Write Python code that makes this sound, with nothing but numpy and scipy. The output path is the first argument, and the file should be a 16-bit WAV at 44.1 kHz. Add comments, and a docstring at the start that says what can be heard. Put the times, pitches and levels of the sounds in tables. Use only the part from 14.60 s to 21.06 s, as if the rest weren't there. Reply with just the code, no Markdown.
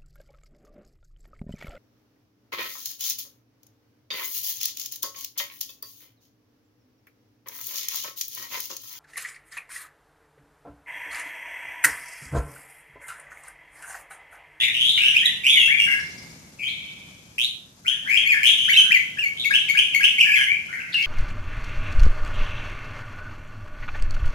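"""A walled yard by a street, where caged bulbuls sing over one another: whistles and fast-warbling notes.
Each bird is a near sine with overtones and a rasp of air; short falling chips join in.
The yard answers with a short echo and the street with a long one, both made of fading noise.
A small far bird twitters in falling notes over traffic hum, which is noise that swells and sinks.
A hand-held camera with two microphone ports adds hiss and a thin pulsing whine."""
import sys
import numpy as np
from scipy import signal
from scipy.fft import rfft, irfft
from scipy.io import wavfile
from scipy.ndimage import uniform_filter1d, minimum_filter1d

SR = 44100
rng = np.random.default_rng(int(sys.argv[2]) if len(sys.argv) > 2 else 0)


def volts_from_decibels(level):
    """Turn decibel levels (scalar or array-like) into linear amplitude factors."""
    exponent = np.asarray(level, float) / 20
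    return 10 ** exponent


def unload_audio(sound):
    """Save the sound as a 16-bit wav file, at the path given as the first command line argument."""
    columns = np.transpose(np.atleast_2d(sound))
    # keep every value between -1 and 1, then stretch to whole-number steps
    steps = np.round(np.clip(columns, -1, 1) * 32767)
    wavfile.write(sys.argv[1], SR, steps.astype(np.int16))


N = 284886
T = np.arange(N) / SR
TOP_HZ = 14900  # nothing is heard above this


def wander(count, hz):
    """Smooth chance of spread 1 that turns about hz times a second."""
    low_pass = signal.butter(2, hz, fs=SR)
    v = signal.lfilter(*low_pass, rng.standard_normal(count + 2000))[2000:]
    return v / np.std(v)


def echo(x, t60_s, onset_s, treble_hz):
    """Reflections die away, differ at each port, come in lumps from single walls and lose treble."""
    t = np.arange(int(t60_s * SR)) / SR
    steps = np.repeat(rng.standard_normal((2, len(t) // 128 + 1)), 128, axis=1)
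    lumps = volts_from_decibels(4 * uniform_filter1d(steps, size=64)[:, :len(t)])
    decay = np.exp(-np.log(1000) * t / t60_s)  # down 60 dB after t60_s
    tail = rng.standard_normal((2, len(t))) * lumps * decay * np.clip(t / onset_s, 0, 1)
    tail = signal.lfilter(*signal.butter(1, treble_hz, fs=SR), tail)
    tail /= np.sqrt(np.sum(tail ** 2, axis=1, keepdims=True))
    return signal.fftconvolve(np.atleast_2d(x), tail, axes=1)[:, :N]


# how a note unfolds, by shape: (share of the length, share of the glide, level added [dB])
NOTE_SHAPES = { "trill": [(0, 0.052, -5.5), (.3, .4, 2), (.68, .8, 1.5), (1, 1, -12.5)],
               "climb": [(0, 0.11, -7.5), (.25, .5, -5), (.6, .88, -3), (1, 0.94, -5.5)],
               "flick": [(0, 0.04, -15), (.15, .65, -0.5), (.27, 0.96, 1.5), (.6, .97, -38),
               (1, 0.92, -39.5)], "scoop": [(0, 0.007, -11), (.33, .95, 1), (1, 0.99, -4)],
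               "leap": [(0, 0.011, -20.5), (.37, .92, 2), (1, 1, -11)], "whistle": [(0, 0.028, 0.5),
               (.45, 0.9, -2), (1, 0.99, -2)], "dip": [(0, 0.018, -6.5), (.14, 1.1, -3.5), (.55, .88, -1),
               (1, 0.956, -25.5)], }
# how strongly each shape warbles: share 0-1
WARBLE_BY_SHAPE = {"trill": 0.98, "climb": .38, "flick": 0.52, "scoop": 0.23, "whistle": 0.19, "dip": 0.075,
                   "leap": 0.073}


def shaped(shape, s, length_s, from_hz, to_hz, db, bird):
    """Stretch a note shape to its length, glide and strength."""
    rows = [(s + along * length_s, from_hz + glide * (to_hz - from_hz), db + more_db)
            for along, glide, more_db in NOTE_SHAPES[shape]]
    return shape, bird, WARBLE_BY_SHAPE[shape], rows


# single notes, by shape: (time [s], length [s], from pitch [Hz], to pitch [Hz], level [dB], bird)
SINGLE_NOTES = { "trill": [(0.0, .07, 3006, 2382, -27, "far"), (.135, 0.24, 2720, 3734, -27, "across"),
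                (2.785, .09, 2440, 3950, -25, "close"), (3.83, 0.076, 2298, 3460, -17, "middle"),
                (4.775, .07, 3220, 3760, -35, "far")], "climb": [(0.0, 0.042, 3260, 3650, -21, "across"),
                (.379, 0.13, 2073, 3017, -20, "across"), (.841, 0.11, 2204, 3592, -17.5, "right"),
                (3.97, .1, 2900, 3165, -24, "middle"), (5.76, .09, 3300, 2970, -25, "right")],
                "flick": [(3.255, .14, 2014, 3300, -24.5, "middle"),
                (4.125, 0.12, 3110, 3900, -29.5, "right")], "scoop": [(.37, .16, 1398, 1684, -41.5, "left"),
                (.615, .085, 1734, 1960, -30.5, "left"), (1.08, 0.12, 1593, 2306, -20, "behind"),
                (1.99, 0.097, 2593, 2490, -36.5, "far"), (1.995, 0.111, 2350, 2301, -34, "far"),
                (3.29, 0.077, 1500, 1794, -46.5, "far"), (4.57, .018, 1660, 1706, -35.5, "low"),
                (6.42, 0.052, 2740, 3223, -30.5, "far")], "whistle": [(.36, 0.037, 3244, 2827, -25, "far"),
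                (.658, 0.02, 3854, 3430, -20, "close"), (.97, 0.12, 3080, 2676, -21, "behind"),
                (1.0, 0.087, 3255, 3268, -23.5, "close"), (1.09, 0.068, 1750, 1730, -35.5, "behind"),
                (1.18, .07, 3415, 3253, -31.5, "close"), (1.2, 0.054, 2803, 2794, -19.5, "close"),
                (1.27, 0.13, 1610, 1664, -30, "low"), (1.285, 0.051, 2107, 2120, -23, "behind"),
                (1.31, 0.038, 2774, 2750, -25, "close"), (3.25, 0.057, 1440, 1502, -46.5, "left"),
                (3.735, 0.084, 1786, 1727, -27.5, "low"), (4.174, 0.027, 3160, 3050, -11, "right"),
                (4.18, 0.13, 1556, 1560, -38, "behind"), (5.775, 0.056, 1680, 1672, -25, "low"),
                (6.09, 0.122, 1396, 1605, -42.5, "far"), (6.335, .012, 3575, 1625, -35, "close"),
                (6.345, 0.066, 2833, 2674, -24, "behind"), (6.385, .075, 2197, 2216, -32, "far")],
                "leap": [(4.083, 0.048, 1400, 2307, -16, "close")], }
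# a three-note phrase:
# (shape, time after its start [s], length [s], from pitch [Hz], to pitch [Hz], level [dB], bird)
PHRASE_NOTES = [("dip", 0, .042, 2700, 2190, -19, "left"), ("leap", .056, 0.02835, 1365, 1690, -22, "low"),
                ("flick", 0.08, .1, 2020, 3100, -15, "across")]
# when the phrase is sung: (time [s], level added [dB])
PHRASE_STARTS = [(4.845, 0.5), (5.085, -0.5), (5.342, 0.5)]
# winding runs: bird, warble share 0-1, then a curve of (time [s], pitch [Hz], level [dB])
WINDING_RUNS = [ ("right", 0.25, [(0.85, 2120, -38), (0.88, 2475, -18.5), (0.91, 2590, -32.5),
                (0.95, 2230, -29.5), (0.98, 2157, -17.5)]), ("far", 0.405, [(2.025, 3073, -44),
                (2.06, 3070, -30.5), (2.075, 3267, -30.5), (2.1, 4160, -46)]),
                ("middle", 0.35, [(3.45, 1493, -53), (3.478, 1794, -30.5), (3.482, 2093, -29.5),
                (3.503, 2143, -23.5), (3.508, 2395, -22), (3.55, 2480, -22.5), (3.568, 2820, -24.5),
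                (3.575, 3218, -19.5), (3.6, 3070, -30.5)]), ("close", 0.087, [(3.66, 2163, -24),
                (3.68, 2272, -18.5), (3.695, 2555, -20.5), (3.72, 2350, -14.5), (3.735, 2120, -19)]),
                ("right", 0.34, [(4.13, 3005, -17.5), (4.15, 2645, -27), (4.17, 2660, -16.5)]),
                ("close", 0.022, [(4.305, 1550, -34.5), (4.322, 2418, -13.5), (4.334, 2952, -20.5),
                (4.341, 2405, -17), (4.375, 1993, -17.5), (4.39, 2024, -43)]),
                ("right", 0.22, [(5.585, 2172, -18), (5.61, 2954, -16.5), (5.62, 2385, -13),
                (5.645, 2420, -24)]), ("left", 0.38, [(0.0, 1817, -36.5), (0.03, 2105, -26),
                (0.05, 2305, -29.5), (0.07, 2108, -29), (0.1, 1985, -34)]),
                ("close", 0.3, [(0.545, 2254, -25), (0.575, 2577, -16.5), (0.59, 3284, -23.5),
                (0.62, 3140, -21.5)]), ("close", 0.016, [(4.585, 2327, -36), (4.596, 2824, -23),
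                (4.61, 2786, -31), (4.635, 2356, -25), (4.65, 2226, -22), (4.69, 2174, -35)]),
                ("low", .08, [(5.645, 1632, -39), (5.67, 1744, -25), (5.685, 1710, -36), (5.695, 1693, -19),
                (5.71, 1703, -26.5)]), ("right", 0.18, [(5.68, 2360, -25), (5.72, 2350, -20),
                (5.74, 2618, -17.5), (5.755, 2123, -19.5), (5.775, 2150, -19.5)]),
                ("behind", .12, [(5.87, 2026, -28), (5.91, 2245, -21), (5.95, 2424, -29),
                (5.968, 2510, -36)]), ("far", 0.49, [(6.128, 1968, -31), (6.16, 2150, -38),
                (6.19, 1997, -37.5), (6.2, 2665, -43), (6.23, 2493, -43)]), ]


def song():
    """Gathers every note as shape, bird, warble and rows of time, pitch and level."""
    notes = [shaped(shape, *row) for shape, rows in SINGLE_NOTES.items() for row in rows]
    for s, more_db in PHRASE_STARTS:
        for shape, after_s, length_s, from_hz, to_hz, db, bird in PHRASE_NOTES:
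            notes.append(shaped(shape, s + after_s, length_s, from_hz, to_hz, db + more_db, bird))
    return notes + [("run", *run) for run in WINDING_RUNS]


# strength of harmonics 2 to 8 against one another: one level [dB] each
HARMONICS_DB = [6.5, 4.5, -20, -6, -2, -12.5, -36.5]


def note(t, rows, warble, chance):
    """The syrinx: a near sine that breaks into falling pulses as it warbles; overtones and air apart."""
    s, hz, db = np.transpose(rows)
    (start, pace), drift, flutter, air = chance
    warble = np.clip(warble, 0, 1)
    warble_hz = 127.64 * (1 + 0.1847 * (pace - .5))  # each note has its own pace
    throb = 2 * np.pi * (warble_hz * (t - s[0]) + start) + 0.63 * drift
    swing_hz = warble * 350
    pitch = np.interp(t, s, hz) - swing_hz * np.sin(throb) + 20 * drift
    phase = 2 * np.pi * np.cumsum(pitch) / SR
    # the valve opens and shuts within a few milliseconds
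    opening = np.clip((t - s[0]) / 0.0054 + 1, 0, 1)
    shutting = np.clip((s[-1] - t) / 0.013 + 1, 0, 1)
    pulses = np.exp(1.9 * warble * np.cos(throb))
    pulses = pulses / np.sqrt(np.mean(pulses ** 2))
    effort = opening * shutting * volts_from_decibels(np.interp(t, s, db) + 3.0 * flutter) * pulses
    overtones = 0
    for k, harmonic_db in enumerate(HARMONICS_DB, start=2):
        overtones = overtones + volts_from_decibels(harmonic_db) * np.sin(k * phase) * (pitch * k < TOP_HZ)
    rasp = volts_from_decibels(8) * (0.37 + warble) * air
    return effort * np.sqrt(2) * np.sin(phase), effort * (overtones + rasp)


# the birds, by name: (left lag [ms], extra left minus right [dB], sent to yard echo [dB],
# sent to street echo [dB], overtones [dB])
BIRD_PLACES = {"left": (0.4, 2, -1, -15, -30), "right": (0.35, -3, -1, -19, -31),
               "close": (-1.55, -1.5, -2.5, -42, -31.5), "far": (0.44, 2, 0.5, -5.5, -34.5),
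               "across": (0.47, 1, 3, -9, -33.5), "middle": (0.95, 3, 1.5, -8.5, -31),
               "low": (1.02, 0.5, -2, -24.5, -32), "behind": (0.33, 3, -1.5, -18, -41)}
# low notes favour the left port, high ones the right: (pitch [Hz], left minus right [dB])
PITCH_BALANCE = [(1600, 6), (2200, 5), (2800, -0.5), (3300, -2.5), (3900, -9.5)]
# overtone level added, by note shape [dB]
SHAPE_BRIGHTNESS_DB = {"trill": 0, "climb": 0.5, "flick": 0, "scoop": -0.3, "leap": 2, "whistle": 1, "dip":
                       2.5, "run": -2.5}


def bulbuls():
    """Each note reaches the two ports at its own balance and lag, then comes back from yard and street."""
    direct, yard, street = np.zeros((2, N)), np.zeros((2, N)), np.zeros(N)
    notes = song()
    drift, flutter, chances = wander(N, 96.8), wander(N, 103), rng.random((len(notes), 2))
    air_band = signal.butter(2, [4000, 10500], "band", fs=SR, output="sos")
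    air = signal.sosfilt(air_band, rng.standard_normal(N))
    for (shape, bird, warble, rows), chance in zip(notes, chances):
        lag_ms, side_db, yard_db, street_db, over_db = BIRD_PLACES[bird]
        mean_hz = np.mean(rows, axis=0)[1]
        pan_db = side_db + np.interp(mean_hz, *np.transpose(PITCH_BALANCE))
        span = slice(max(int((rows[0][0] - .04) * SR), 0), int((rows[-1][0] + 0.043) * SR))
        t = T[span]
        tone, over = note(t, rows, warble, (chance, drift[span], flutter[span], air[span]))
        over = volts_from_decibels(over_db + SHAPE_BRIGHTNESS_DB[shape]) * over
        # the overtones beam forward and reach both ports more evenly
        left = tone * volts_from_decibels(pan_db / 2) + over * volts_from_decibels(0.1 * pan_db)
        lag = np.exp(-2j * np.pi * np.fft.rfftfreq(len(t), 1 / SR) * lag_ms / 1000)
        direct[0, span] += irfft(rfft(left) * lag, len(t))
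        direct[1, span] += tone * volts_from_decibels(-pan_db / 2) + over * volts_from_decibels(-.2 * pan_db)
        # the near walls keep part of the bird's side
        yard_tone = tone * volts_from_decibels(np.array([[.3], [-.3]]) * pan_db)
        yard[:, span] += (yard_tone + over) * volts_from_decibels(yard_db)
        street[span] += (tone + over) * volts_from_decibels(street_db)
    chirps = chips()
    direct += chirps * np.array([[.6], [1]])
    yard += chirps
    yard_echo = volts_from_decibels(-2) * echo(yard, t60_s=.4, onset_s=0.0064, treble_hz=13000)
    return direct + yard_echo + echo(street, t60_s=1.3, onset_s=0.068, treble_hz=4000)


# hum and hiss before they swell: (frequency [Hz], level [dB per Hz])
HUM_HISS_SPECTRUM = [(30, -100), (70, -81), (170, -76.5), (400, -90), (900, -96), (2500, -103),
                     (4500, -103), (6600, -103), (8500, -109), (13000, -122)]
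# the hum and hiss swell and sink: (time [s], level [dB])
HUM_HISS_SWELL = [(0, 3.5), (1.7, 7), (1.95, 2.5), (2.5, 2.5), (3.15, -1.5), (3.6, 3.5)]


def hum_and_hiss():
    """Traffic hum and microphone hiss: noise much alike at both ports in the bass, unrelated in the treble."""
    hz = np.maximum(np.fft.rfftfreq(N, 1 / SR), 1)
    points_hz, points_db = np.transpose(HUM_HISS_SPECTRUM)
    spectrum = volts_from_decibels(np.interp(np.log(hz), np.log(points_hz), points_db)) * np.sqrt(SR / 2)
    mid, side = rfft(rng.standard_normal((2, N))) * spectrum
    side = side * np.clip(hz / 800, .15, 1)
    swell = volts_from_decibels(np.interp(T, *np.transpose(HUM_HISS_SWELL)) + wander(N, 24.0))
    return swell * irfft(np.array([mid + side, mid - side]), N)


def whine():
    """A thin unsteady tone from the camera's circuits, on for part of every picture frame."""
    tone_hz, frames_per_s = 12500, 30
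    gate = np.clip(3 * np.sin(2 * np.pi * (frames_per_s * T + .3)) + .5, 0, 1)
    tone = np.sin(2 * np.pi * tone_hz * T + .7 * wander(N, 120))
    return volts_from_decibels(-80) * gate * tone * np.array([[.6], [1.3]])  # stronger on the right


# sharp chips: (time of the peak [s], pitch 2 ms before the peak [Hz], level [dB])
FALLING_CHIPS = [(.692, 3700, -21), (6.326, 4500, -35), (6.334, 4700, -30), (6.342, 4900, -27),
                 (6.351, 4600, -32), (6.427, 5400, -29)]


def chips():
    """A bulbul's sharp chips: sines that fall steeply in pitch under a bell of a few milliseconds."""
    chirps = np.zeros(N)
    for s, hz, db in FALLING_CHIPS:
        t = T - s
        bell = np.exp(-.5 * (t / .0016) ** 2)
        chirps += volts_from_decibels(db) * bell * np.sin(2 * np.pi * hz * (.85 * t - 35 * t ** 2))
    return chirps


# a small bird far off: (time [s], level against one another [dB])
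TWITTER_NOTES = [(1.34, -47), (1.401, -39.5), (1.46, -42), (1.51, -43.5), (1.581, -41), (1.65, -52),
                 (1.699, -48.5)]


def twitter():
    """Short falling sines, scratchy from a jittered phase, mostly heard by way of the walls."""
    notes, scratch = np.zeros(N), wander(N, 260)
    peak_hz = 4940  # pitch in the middle of a note
    for s, db in TWITTER_NOTES:
        t = T - s
        bell = np.exp(-.5 * (t / 0.0026) ** 2)
        notes += volts_from_decibels(db) * bell * np.sin(2 * np.pi * peak_hz * (t - 3.4 * t ** 2) + 2.6 * scratch)
    return 0.61 * notes + echo(notes, t60_s=0.33, onset_s=0.0023, treble_hz=10000)


def scene():
    """Birds near and far over the hum of the street, with the camera's hiss and whine."""
    return bulbuls() + hum_and_hiss() + whine() + twitter()


def band_limit(x):
    """A steep low-pass at the top of the band."""
    return signal.sosfilt(signal.butter(12, 14970, fs=SR, output="sos"), x)


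# treble resonances of the ports:
# (frequency [Hz], width [Hz], gain added on the left [times], gain added on the right [times])
PORT_RESONANCES = [(6370, 3420, 1.63, 0.41), (10250, 1110, 2.4, 2.2), (12550, 1520, 1.8, 4.7)]


def record(dry):
    """Each port lifts the treble at its resonances; a limiter turns down the loudest peaks; the top is cut."""
    wet = dry.copy()
    for hz, width_hz, *gains in PORT_RESONANCES:
        ring = signal.lfilter(*signal.iirpeak(hz, hz / width_hz, fs=SR), dry)
        wet += np.array(gains)[:, None] * ring
    need = np.minimum(1, .9 / (np.abs(wet).max(axis=0) + 1e-9))
    hold = SR // 200  # 5 ms
    gain = uniform_filter1d(minimum_filter1d(need, size=hold), size=hold)
    top_cut = signal.ellip(8, .2, 70, TOP_HZ, fs=SR, output="sos")
    return band_limit(signal.sosfilt(top_cut, wet * gain))


dry = scene()
out = record(dry)
unload_audio(out)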